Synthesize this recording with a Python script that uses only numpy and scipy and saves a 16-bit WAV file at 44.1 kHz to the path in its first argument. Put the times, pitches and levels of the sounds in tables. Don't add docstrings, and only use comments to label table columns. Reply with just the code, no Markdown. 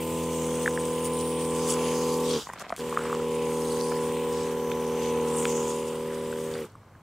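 import sys
import numpy as np
from scipy import signal
from scipy.fft import rfft, irfft
from scipy.io import wavfile
from scipy.ndimage import uniform_filter1d, minimum_filter1d

SR = 44100
rng = np.random.default_rng(int(sys.argv[2]) if len(sys.argv) > 2 else 0)


def int16_out(signal):
    q = np.round(np.clip(np.atleast_2d(signal).T, -1, 1) * 32767)
    wavfile.write(sys.argv[1], SR, q.astype(np.int16))


def field_ratio(decibels):
    return 10 ** (np.asarray(decibels, dtype=float) / 20)


N = 309572


def rms_one(x):
    return x / np.sqrt(np.mean(x ** 2) + 1e-20)


def in_time(rows):
    s, *columns = np.transpose(rows)
    return [np.interp(np.arange(N) / SR, s, c) for c in columns]


def at_hz(points, hz):
    f, level_db = np.transpose(points)
    return np.interp(np.log(hz), np.log(f), level_db)


def drift(rate):
    r = np.exp(-80 * np.pi * rate / SR)
    noise = rng.standard_normal(N // 40 + 2002)
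    slow = signal.lfilter([1], [1, -2 * r, r * r], noise)[2000:]
    return np.interp(np.arange(N) / 40, np.arange(len(slow)), rms_one(slow))


def band(x, low_hz, high_hz, order=2):
    edges = [low_hz, min(high_hz, .45 * SR)]
    return signal.sosfilt(signal.butter(order, edges, "band", fs=SR, output="sos"), x)


def bank(source, spectrum, count, patchy_db, rate):
    edges = np.geomspace(spectrum[0][0], spectrum[-1][0], count + 1)
    white = [source * rng.standard_normal(N) for _ in range(2)]
    total = 0
    for k, (low, high) in enumerate(zip(edges, edges[1:])):
        level_db = at_hz(spectrum, np.sqrt(low * high)) + patchy_db * drift(rate)
        total = total + field_ratio(level_db) * band(white[k % 2], low, high)
    return rms_one(total)


def resonator(hz, width_hz):
    r = np.exp(-np.pi * width_hz / SR)
    return [(1 - r * r) / 2, 0, (r * r - 1) / 2], [1, -2 * r * np.cos(2 * np.pi * hz / SR), r * r]


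def resonate(x, hz, width_hz):
    return signal.lfilter(*resonator(hz, width_hz), x)


def moving_peak(x, hz, width_hz):
    out, state = np.zeros(N), np.zeros(2)
    for i in range(0, N, 256):
        out[i:i + 256], state = signal.lfilter(*resonator(hz[i], width_hz), x[i:i + 256], zi=state)
    return out


def burst(at_s, peak_db, hz, t60, rise_s):
    t = np.arange(int(t60 * SR)) / SR
    shape = (1 - np.exp(-t / rise_s)) ** 2 * field_ratio(-60 * t / t60) * np.sin(2 * np.pi * hz * t)
    return round(at_s * SR), field_ratio(peak_db) * shape / np.abs(shape).max()


def snap(at_s, peak_db, low_hz, high_hz, t60):
    i = np.arange(2400)
    noise = rng.standard_normal(2400) + 3.9 * (i == 0)
    shape = band(noise * field_ratio(-60 * i / SR / t60), low_hz, high_hz, order=3)
    return round(at_s * SR), field_ratio(peak_db) * shape / np.abs(shape).max()


def add(out, start, piece):
    out[start:start + len(piece)] += piece[:N - start]


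# (f/Hz, level/dB per Hz)
OUTDOORS = [(24, -36), (40, -9), (106, -1), (130, -4), (209, -5), (290, -12.5), (556, -15), (1040, -14),
            (3220, -34), (5000, -38), (5720, -35), (6330, -40), (16000, -45)]


def outdoors():
    return field_ratio(-52) * bank(1, OUTDOORS, count=20, patchy_db=1.0, rate=1.8)


# (t/s, peak level/dB, ring f/Hz, time to fall 60 dB [s])
SLOPS = [(0.6596, -15, 1770, 0.0089), (0.6773, -11.5, 1620, 0.0071), (0.775, -21, 1710, 0.0077),
         (2.9258, -21, 1090, 0.014), (2.9456, -31, 1100, 0.012), (2.9731, -11.5, 1230, 0.01),
         (2.9916, -24, 1320, 0.0079), (3.0094, -30, 1390, 0.01), (3.0549, -25.5, 1150, 0.0099),
         (3.099, -26, 1180, 0.011), (3.1282, -17, 1160, 0.0096), (3.1487, -24, 1110, 0.0082),
         (3.199, -31, 1300, 0.012), (6.327, -31.5, 1490, 0.012), (6.753, -36.5, 1120, 0.012),
         (6.832, -48, 1210, 0.012), (6.952, -48, 1610, 0.012)]


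def slops():
    out = np.zeros(N)
    for s, peak_db, hz, t60 in SLOPS:
        add(out, *burst(s, peak_db + 0.5, hz, t60, rise_s=0.00053))
    return out


# (t/s, level/dB)
FUMBLE = [
    [(2.42, -60), (2.624, -47.5), (2.8, -57)],
    [(2.88, -53), (3.072, -45.5), (3.24, -53)],
    [(6.46, -56), (6.55, -48), (6.63, -50.5)],
]


def fumbling():
    rows = []
    for bout in FUMBLE:
        rows += [(bout[0][0] - .02, -90), *bout, (bout[-1][0] + .02, -90)]
    sizes = field_ratio(4.3 * np.minimum(rng.exponential(1, N), 3)) * rng.choice([-1, 1], N)
    contacts = (rng.random(N) < 1600 / SR) * sizes
    return field_ratio(in_time(rows)[0] + 3.5) * rms_one(band(contacts, 500, 2000))


# (t/s, peak level/dB, body f/Hz, # time to
# fall 60 dB [s], crack level/dB)
KNOCKS = [(2.469, -27.5, 1050, 0.027, -60), (2.489, -26, 864, 0.041, -71), (2.498, -26, 1000, 0.024, -60),
          (2.534, -24, 1080, 0.014, -28), (2.557, -38, 353, 0.03, -63), (2.585, -40, 250, 0.014, -50),
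          (2.597, -33, 500, 0.03, -33), (2.603, -32, 1090, 0.02, -44), (2.611, -31, 1170, 0.015, -42),
          (2.616, -30, 1170, 0.019, -42), (2.621, -26, 680, 0.019, -36), (2.641, -35, 1050, 0.056, -68),
          (2.665, -32, 740, 0.02, -54), (2.694, -36, 692, 0.02, -40), (2.702, -21.5, 694, 0.022, -35),
          (2.723, -15, 682, 0.032, -50), (2.74, -38, 1060, 0.03, -75), (2.763, -46, 374, 0.027, -26),
          (2.778, -33, 400, 0.045, -70), (2.793, -27, 900, 0.012, -50), (3.916, -28, 460, 0.03, -50),
          (2.398, -34, 350, .03, -70), (2.42, -38, 470, .04, -70), (6.62, -33, 900, .015, -55),
          (6.645, -33, 450, .03, -70)]


def knocks():
    out = np.zeros(N)
    for onset_s, peak_db, hz, t60, crack_db in KNOCKS:
        s = onset_s + 0.001175
        add(out, *burst(s, peak_db - 6.0, hz, t60, rise_s=0.00047))
        add(out, *burst(s, peak_db - 13.0, 1.855 * hz, 0.64 * t60, rise_s=0.00042))
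        add(out, *burst(s, peak_db - 19.0, 210, 0.023, rise_s=0.0016))
        add(out, *snap(s, peak_db - 4.0, 330, 1600, 0.39 * t60))
        add(out, *snap(s, crack_db - 1.5, 1600, 10500, 0.0076))
    return -out


# (t/s, peak
# level/dB, lowest f/Hz, highest f/Hz)
STONES = [(1.21, -22, 3000, 9000), (1.702, -22, 2480, 9200), (2.695, -26, 1800, 6000),
          (2.764, -22.5, 2200, 13000), (3.15, -25, 4000, 8500), (3.72, -33, 3800, 5300),
          (3.811, -21.5, 3800, 5940), (4.016, -30, 6450, 9500), (3.922, -24.5, 500, 1900),
          (4.717, -21, 1500, 3250), (5.059, -26, 2000, 4500), (5.454, -11.5, 1020, 3200),
          (6.538, -38, 4350, 4850), (6.538, -39, 3400, 3800), (6.328, -33, 1000, 3600),
          (6.338, -36, 2600, 3800), (.855, -26, 3000, 9500), (2.534, -35, 3000, 15500),
          (2.586, -34, 2200, 4500), (2.597, -33, 9000, 15800), (2.6225, -30, 1500, 9000),
          (2.647, -37, 1500, 2600), (2.668, -38, 900, 2800), (2.716, -45, 8000, 12000),
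          (2.724, -38, 2000, 12000), (2.739, -41, 5000, 9000), (2.7915, -34, 3500, 6000),
          (2.80, -33, 2500, 6000), (2.8075, -29, 2000, 5000), (3.519, -31, 1800, 3500),
          (6.72, -50, 7200, 10000), (6.755, -53, 7500, 8800), (2.9735, -27, 1500, 2300),
          (2.596, -31, 3500, 8000), (2.607, -35, 1800, 4000)]


def stones():
    out = np.zeros(N)
    hit = np.r_[1, np.zeros(45), -.5, np.zeros(400)]
    for s, peak_db, low_hz, high_hz in STONES:
        click = band(hit, low_hz, high_hz, order=3)
        add(out, round(s * SR), field_ratio(peak_db) * click / np.abs(click).max())
    return out


# (t/s, peak level/dB, ring f/Hz)
DROPS = [(0.0777, -28, 8730), (0.4204, -26, 6780), (0.4449, -28, 6510), (0.5581, -24, 8110),
         (0.8535, -20, 8330), (1.047, -22, 10000), (1.1464, -25, 8440), (1.2017, -25, 7810),
         (1.4117, -29, 8840), (1.4516, -27, 8690), (1.491, -29, 9180), (1.6766, -21, 7630),
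         (1.699, -19, 7500), (1.7065, -19, 8730), (1.7104, -21, 9410), (1.7144, -24, 9460),
         (2.9462, -32, 9120), (2.9896, -32, 8650), (3.6032, -28, 7230), (4.1235, -29, 7620),
         (4.146, -32, 7770), (4.3294, -34, 5880), (4.8663, -32, 5950), (5.3023, -28, 8590),
         (5.4331, -23, 6900), (5.4814, -26, 7000), (5.4939, -23, 6640), (5.5024, -24, 6620),
         (5.5568, -29, 6530), (5.5707, -24, 6940), (5.6524, -30, 8270), (5.6994, -25, 8810),
         (6.7012, -50, 4340)]


def drops():
    out = np.zeros(N)
    for s, peak_db, hz in DROPS:
        add(out, *burst(s, peak_db - 3.0, hz, 22.0 / hz, rise_s=0.00015))
    return out


# (t/s, direction [0 side-on, 1 from behind, 2 turned round])
FACING = [(0, 0.0), (2.4, 1), (2.8, 1.33), (5.3, 1.32), (5.9, 1.71), (6.3, 2.05), (7.02, 2.5)]


def facing():
    return in_time(FACING)[0]


# (let go t/s, pulled again t/s, let go for good t/s)
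TRIGGER = (2.403, 2.765, 6.635)


def pressure():
    let_go, pulled, done = TRIGGER
    t = np.arange(N) / SR
    first = t < pulled
    since = np.maximum(np.where(first, t - let_go, t - done), 0)
    drain_db_per_s, dribble_db = np.where(first, 129, 300), np.where(first, -20, -25)
    return uniform_filter1d(np.maximum(-drain_db_per_s * since, dribble_db), size=300)


# (t/s, swell [s], gain level/dB, centre f/Hz, width [octaves])
SWEEPS = [(0, 0.2, 6, 14500, 0.4), (.43, 0.016, 4, 5500, 0.91), (1.06, 0.023, 8.5, 8050, 1.3),
          (1.21, 0.034, 3.5, 4800, 1.2), (1.63, .05, 6.5, 4480, 0.75), (1.715, 0.045, 11, 6000, 2),
          (2.1, .35, 7, 4400, 0.44), (2.2, .3, 3.5, 14100, .6), (2.33, 0.084, 12, 3900, 0.68),
          (2.43, 0.1, 12.5, 4050, 0.65), (2.54, .012, 12, 6000, 2.1), (2.615, 0.027, 23, 4500, 2.4),
          (2.705, 0.02, 11, 7000, 2.2), (3.73, .06, 7, 4240, 0.27), (3.9, .2, 7.5, 4660, 0.21),
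          (4.42, 0.094, 8, 5000, .9), (5.06, 0.08, 6, 4480, 0.92), (5.4, 0.073, 10.5, 8950, .5),
          (5.47, .15, 7, 15400, .15), (5.55, .14, 6, 6350, 0.28), (5.71, 0.033, 6, 5500, 1.1),
          (6.72, .05, 9, 5500, 1.2), (6.85, .15, 8, 5700, .15)]


def sweeps():
    s, swell_s = np.transpose(SWEEPS)[:2]
    late = np.arange(0, N, 32)[:, None] / SR - s
    return np.exp(-(late / np.where(late > 0, 0.55 * swell_s, swell_s)) ** 2)


def sweep_colour(shape, pitch, count):
    _, _, gain_db, hz, octaves = np.transpose(SWEEPS)
    colour_db = gain_db * np.exp(-(np.log2((pitch[:, None] + 1) / hz) / octaves) ** 2)
    rows = np.minimum(2 * np.arange(count), len(shape) - 1)
    return colour_db @ shape[rows].T


# (from t/s, to t/s, from f/Hz, to f/Hz, gain level/dB)
FRINGES = [(.1, 1.0, 5300, 4000, -4), (.15, .9, 12300, 12600, -5), (1.1, 1.65, 12700, 11800, -3),
           (1.25, 1.55, 6700, 6300, -4), (1.2, 1.55, 4200, 4000, -3), (1.9, 2.3, 12800, 12500, -3),
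           (3.0, 3.5, 4500, 4600, -3), (4.5, 4.9, 4900, 4700, -4), (4.5, 4.9, 7300, 7200, -3),
           (5.85, 6.5, 4300, 4200, -4), (5.9, 6.4, 6500, 6300, -3), (2.8, 3.4, 11500, 13000, -3),
           (3.9, 4.5, 12000, 12600, -3), (.35, .9, 8400, 8000, 3), (.1, .7, 6500, 6200, 3),
           (1.02, 1.5, 9700, 8800, 4), (1.0, 1.3, 15200, 15000, 4), (.3, .7, 14300, 14400, 3),
           (1.5, 2.0, 10200, 10600, 5), (2.1, 2.4, 11300, 11500, 5), (3.3, 4.0, 10000, 10600, 3),
           (3.5, 4.3, 12400, 14800, 5), (4.55, 5.1, 12800, 11800, 6), (4.6, 5.15, 5800, 6200, 6),
           (6.2, 6.55, 8300, 8600, 3), (1.1, 1.3, 5600, 5500, 3), (2.85, 3.2, 8200, 7600, 3),
           (6.3, 6.7, 14000, 14500, 4), (5.3, 5.45, 8500, 8600, 4), (3.5, 3.8, 6800, 6500, 3),
           (.6, .85, 5900, 5600, 3), (5.75, 6.0, 2800, 2700, 3)]


def fringes(pitch, t):
    gain_db = np.zeros((len(pitch), len(t)))
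    for start, end, from_hz, to_hz, peak_db in FRINGES:
        on = (t > start - .1) & (t < end + .1)
        hz = np.interp(t[on], [start, end], [from_hz, to_hz])
        fade = np.clip(np.minimum(t[on] - start, end - t[on]) / .15 + 2 / 3, 0, 1)
        away = (pitch[:, None] / hz - 1) / .06
        gain_db[:, on] += peak_db * fade * np.exp(-away ** 2)
    return gain_db


# (f/Hz, level/dB per Hz)
JET = [(1650, -20), (2800, 4), (3100, -4), (4190, -13), (4700, -9), (5350, -13.5), (8590, -7), (9710, -7),
       (11900, -12), (14600, -8.5), (15600, -13)]


def splashes():
    sizes = field_ratio(5.8 * np.minimum(rng.exponential(1, N), 3)) * rng.choice([-1, 1], N)
    landed = rng.random(N) < 1500 * field_ratio(5.0 * drift(8)) / SR
    dealt = rng.integers(0, 16, N)
    total = 0
    for k, hz in enumerate(np.geomspace(3300, 12000, 16)):
        rings = resonate(sizes * landed * (dealt == k) + 1e-18, hz, hz / 23.0)
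        total = total + field_ratio(at_hz(JET, hz) + 3.0 * drift(7.5)) * rings
    return rms_one(total)


def jet(bright_hz):
    water = bank(field_ratio(1.2 * drift(30)), JET, count=26, patchy_db=2.0, rate=2.5) + field_ratio(-6.0) * splashes()
    return water + field_ratio(3.0) * moving_peak(water, bright_hz, width_hz=1800)


# (t/s, hiss level/dB, brightest f/Hz)
SPRAY = [(0, -47, 7900), (.54, -44, 7700), (1.0, -46, 8500), (1.3, -44.5, 9400), (1.9, -43, 6530),
         (2.3, -46, 7160), (2.8, -50.5, 7650), (3.25, -53, 7160), (3.7, -44.5, 8800), (4.2, -50, 8200),
         (4.65, -53.5, 7200), (5.25, -50.5, 7600), (5.5, -42.5, 6400), (5.75, -46, 8100),
         (6.05, -54.5, 8200), (6.5, -51.5, 7900), (6.63, -58, 7900)]
# (lowest f/Hz, highest f/Hz, level/dB over the hiss, share of its swing [0-1],
# loss [dB per step of facing away])
LAYERS = [(1900, 3200, -13, .3, 0.2), (3200, 5960, -4, 0.45, 0.2), (6000, 10100, 0.67, 0.99, 0.2),
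          (10400, 12900, -7.5, .3, 2), (12900, 19000, -6, .25, 3.5)]


def spray():
    hiss_db, bright_hz = in_time(SPRAY)
    shape = sweeps()
    pull = (shape * (np.transpose(SWEEPS)[3] - bright_hz.mean())).sum(axis=1)
    bright_hz = bright_hz + 0.13 * np.repeat(pull, 32)[:N]
    water, pressure_db, turned = jet(bright_hz), pressure(), np.minimum(facing(), 2)
    mean_db = hiss_db.mean()
    out = 0
    for low, high, over_db, share, away_db in LAYERS:
        level_db = mean_db + over_db + share * (hiss_db - mean_db) + pressure_db - away_db * turned
        part = band(water, low, high, order=4)
        steady = part / np.sqrt(uniform_filter1d(part ** 2, size=9000) + 1e-12)
        out = out + field_ratio(level_db) * steady
    pitch, when, cells = signal.stft(out, SR, nperseg=256, noverlap=192)
    gain_db = sweep_colour(shape, pitch, cells.shape[1]) + fringes(pitch, when)
    return signal.istft(cells * field_ratio(gain_db), SR, nperseg=256, noverlap=192)[1][:N]


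# (start t/s, stop t/s)
RUNS = [
    (-1, 2.358),
    (2.775, 6.62),
]


def since_stop():
    t = np.arange(N) / SR
    (_, first_stop), (restart, last_stop) = RUNS
    second = t > restart - .05
    return np.where(second, t - last_stop, t - first_stop), np.where(second, restart - t, -1)


# (t/s, turns per second f/Hz)
SPEED = [(0, 40.9), (.5, 40.8), (1.2, 40.7), (2.3, 40.65), (2.36, 40.1), (2.8, 39.7), (2.85, 40.1),
         (2.93, 39.7), (3.5, 39.9), (5.0, 39.87), (5.3, 39.62), (6.1, 39.6), (6.3, 39.7), (6.6, 39.5)]


def shaft(stopped, to_start):
    slowing, catching = np.maximum(stopped + .015, 0), np.maximum(to_start + .025, 0)
    speed = in_time(SPEED)[0] - 65 * slowing - 65 * catching
    return 2 * np.pi * np.cumsum(np.maximum(speed, 30)) / SR


# (f/Hz, width f/Hz, level/dB)
VALVE_BODY = [(1985, 25, 3), (2257, 40, 5), (2990, 72, 1)]


def valves(turn):
    shut = np.diff(np.floor(turn / np.pi - .3), prepend=0) > 0
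    ticks = shut * field_ratio(2.4 * np.cos(turn - .9) + 1.6 * rng.standard_normal(N)) + 1e-18
    rings = sum(field_ratio(level_db) * resonate(ticks, hz, width) for hz, width, level_db in VALVE_BODY)
    return rms_one(band(ticks, 1140, 2900)) + field_ratio(-4.0) * rms_one(rings)


# (f/Hz, level/dB per Hz)
SHAKE = [(35, -64), (60, -19), (196, -9), (236, -13), (356, -12), (477, -4.5), (617, -12.5), (996, -4.5),
         (1270, -16.5), (3600, -9.5), (4680, -71), (7920, -120)]


def rattle(turn):
    strokes = field_ratio(1.1 * np.cos(2 * turn - .8) + 1.5 * np.cos(turn))
    shake = bank(strokes, SHAKE, count=12, patchy_db=2.5, rate=2.75)
    return field_ratio(-3.5) * shake + field_ratio(-16.0) * valves(turn)


def tone_lags(levels):
    outline = -minimum_filter1d(-levels.mean(axis=0), size=3) * np.log(10) / 20
    cepstrum = irfft(np.r_[outline[0], outline, outline[-1] * np.ones(34)])
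    lags = rfft(np.r_[cepstrum[0], 2 * cepstrum[1:64], np.zeros(64)]).imag
    multiples = np.arange(len(lags))
    odd = multiples % 2
    lags = lags - 0.0548 * multiples ** 2 + 2.48 * odd
    lags = lags + (multiples <= 8) * (1.1 + 2.6 * odd) - .8 * odd
    lags = lags - 2.6 * (multiples == 2)
    lags = lags + .5 * (multiples == 8) - .5 * (multiples == 6)
    return lags - .5 * np.isin(multiples, (9, 11))


# (multiple of shaft rate, level/dB)
SIDE_ON = [(1, -45), (2, -13), (3, -37), (4, -6.5), (5, -17), (6, -4), (7, -21), (8, -7.5), (9, -16),
           (10, -8), (11, -8.5), (12, -2.5), (13, -11), (14, -19.5), (15, -23), (16, -19.5), (17, -32.5),
           (18, -34), (19, -21.5), (20, -24.5), (21, -16), (22, -13.5), (23, -48), (24, -19), (25, -9),
           (26, -21), (27, -30), (28, -26.5), (29, -55), (30, -28.5)]
# (multiple of shaft rate, level/dB)
BEHIND = [(1, -68), (2, -19), (3, -54), (4, -7), (5, -19.5), (6, -2.5), (7, -10.5), (8, -9.5), (9, -13),
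          (10, -3.5), (11, -3.5), (12, 3.5), (13, -11), (14, -11), (15, -50), (16, -25.5), (17, -32),
          (18, -59), (19, -13.5), (20, -12.5), (21, -69), (22, -7), (23, -20), (24, -19.5), (25, -4),
          (26, -22.5), (27, -12.5), (28, -9), (29, -34), (30, -37)]
# (multiple of shaft rate, level/dB)
TURNED = [(1, -58), (2, -19.5), (3, -23), (4, -10), (5, -16), (6, -5.5), (7, -17), (8, -12.5), (9, -14),
          (10, 0), (11, -15.5), (12, 1), (13, -10), (14, -6.5), (15, -22), (16, -24), (17, -24), (18, -15),
          (19, -23.5), (20, -22), (21, -16), (22, -12.5), (23, -9), (24, -33), (25, -2.5), (26, -12),
          (27, -16), (28, -33), (29, -21), (30, -42)]


def casing_tones(turn, direction):
    levels = np.array([SIDE_ON, BEHIND, TURNED])[:, :, 1]
    lags = tone_lags(levels)
    hum, whine = np.zeros(N), np.zeros(N)
    for k, level_db in enumerate(levels.T, 1):
        sway, sway_db = .2 * drift(2.0), (.5 + .03 * k) * drift(2.0)
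        loudness = field_ratio(np.interp(direction, [0, 1, 2], level_db) + sway_db)
        tone = loudness * np.cos(k * turn + lags[k] + sway)
        add(hum if k < 17 else whine, 0, tone)
    return rms_one(hum), rms_one(whine)


# (t/s, hum level/dB, extra rattle level/dB)
CARRIER = [(0, -29, -2), (.14, -27, -3), (.5, -27, -0.5), (.97, -28.5, 0.5), (1.5, -27.5, 0),
           (1.8, -26.5, 3.5), (2.2, -27.5, -0.3), (2.36, -27, 3.5), (2.9, -33, 2.5), (3.28, -29, -.6),
           (3.7, -28, 0.5), (4.05, -28, 0.2), (4.55, -29.5, 1.5), (4.9, -28.5, 2.2), (5.54, -26.5, 1.5),
           (5.89, -31.5, -.6), (6.45, -31, 0.7), (6.62, -32.5, 0)]
# (direction [0-3], whine level/dB over the hum)
WHINE = [(0, -9.5), (.75, -10), (1.35, -12), (1.55, -11.5), (2.3, -21.5)]


def pump():
    stopped, to_start = since_stop()
    near_db, loose_db = in_time(CARRIER)
    direction = facing()
    coast_db = 8000 * np.maximum(stopped, 0) ** 2
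    catch_db = 1097 * np.maximum(to_start + 0.025, 0)
    silent_db = -58
    hum_db = near_db + np.maximum(-coast_db - catch_db, silent_db)
    whine_db = np.interp(direction, *np.transpose(WHINE)) - 70 * np.clip(stopped + 0.13, 0, .2) - catch_db
    rattle_db = -41 + loose_db + 0.83 * (near_db + 28) + np.maximum(-0.38 * coast_db - catch_db, silent_db)
    turn = shaft(stopped, to_start)
    hum, whine = casing_tones(turn, direction)
    return field_ratio(hum_db) * (hum + field_ratio(whine_db + 1.36) * whine) + field_ratio(rattle_db) * rattle(turn)


def scene():
    handling = slops() + fumbling() + knocks()
    water = drops() + spray()
    return np.tile(outdoors() + handling + stones() + water + pump(), (2, 1))


# (f/Hz, lean level/dB)
UNSWAPPED = [(3100, 0.0), (7000, -.5), (9800, 4), (12000, -5), (16000, 0)]


def widen_treble(dry):
    out, edges = dry.copy(), np.geomspace(3100, 15900, 21)
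    block = 1024
    power = band(dry[0], 1200, 15000) ** 2
    jump = uniform_filter1d(power, size=100) / (uniform_filter1d(power, block) + 1e-14)
    calm = minimum_filter1d(1. * (jump < 6.5), 2 * block)
    for low, high in zip(edges, edges[1:]):
        part = band(dry[0], low, high, order=3)
        level = np.sqrt(uniform_filter1d(part ** 2, block) + 1e-14)
        stands_out = 20 * np.log10(level / uniform_filter1d(level, 40 * block)) * 0.35
        stands_out = stands_out + 2.2 * drift(4.3) + 1.6 * drift(20) + at_hz(UNSWAPPED, low)
        swapped = np.repeat((calm * (stands_out < 2.2))[::block], block)[:N]
        noise = rms_one(band(rng.standard_normal(N), low, high, order=3))
        side = 0.51 * uniform_filter1d(swapped, size=300) * level * noise
        out += side * [[1], [-1]]
    return out


def top_cut(x):
    return signal.sosfilt(signal.butter(12, 16340, fs=SR, output="sos"), x)


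def record(dry):
    lowpass = signal.ellip(10, .5, 60, 15700, fs=SR, output="sos")
    mix = signal.sosfilt(lowpass, widen_treble(dry))
    return top_cut(mix)


dry = scene()
out = record(dry)
int16_out(out)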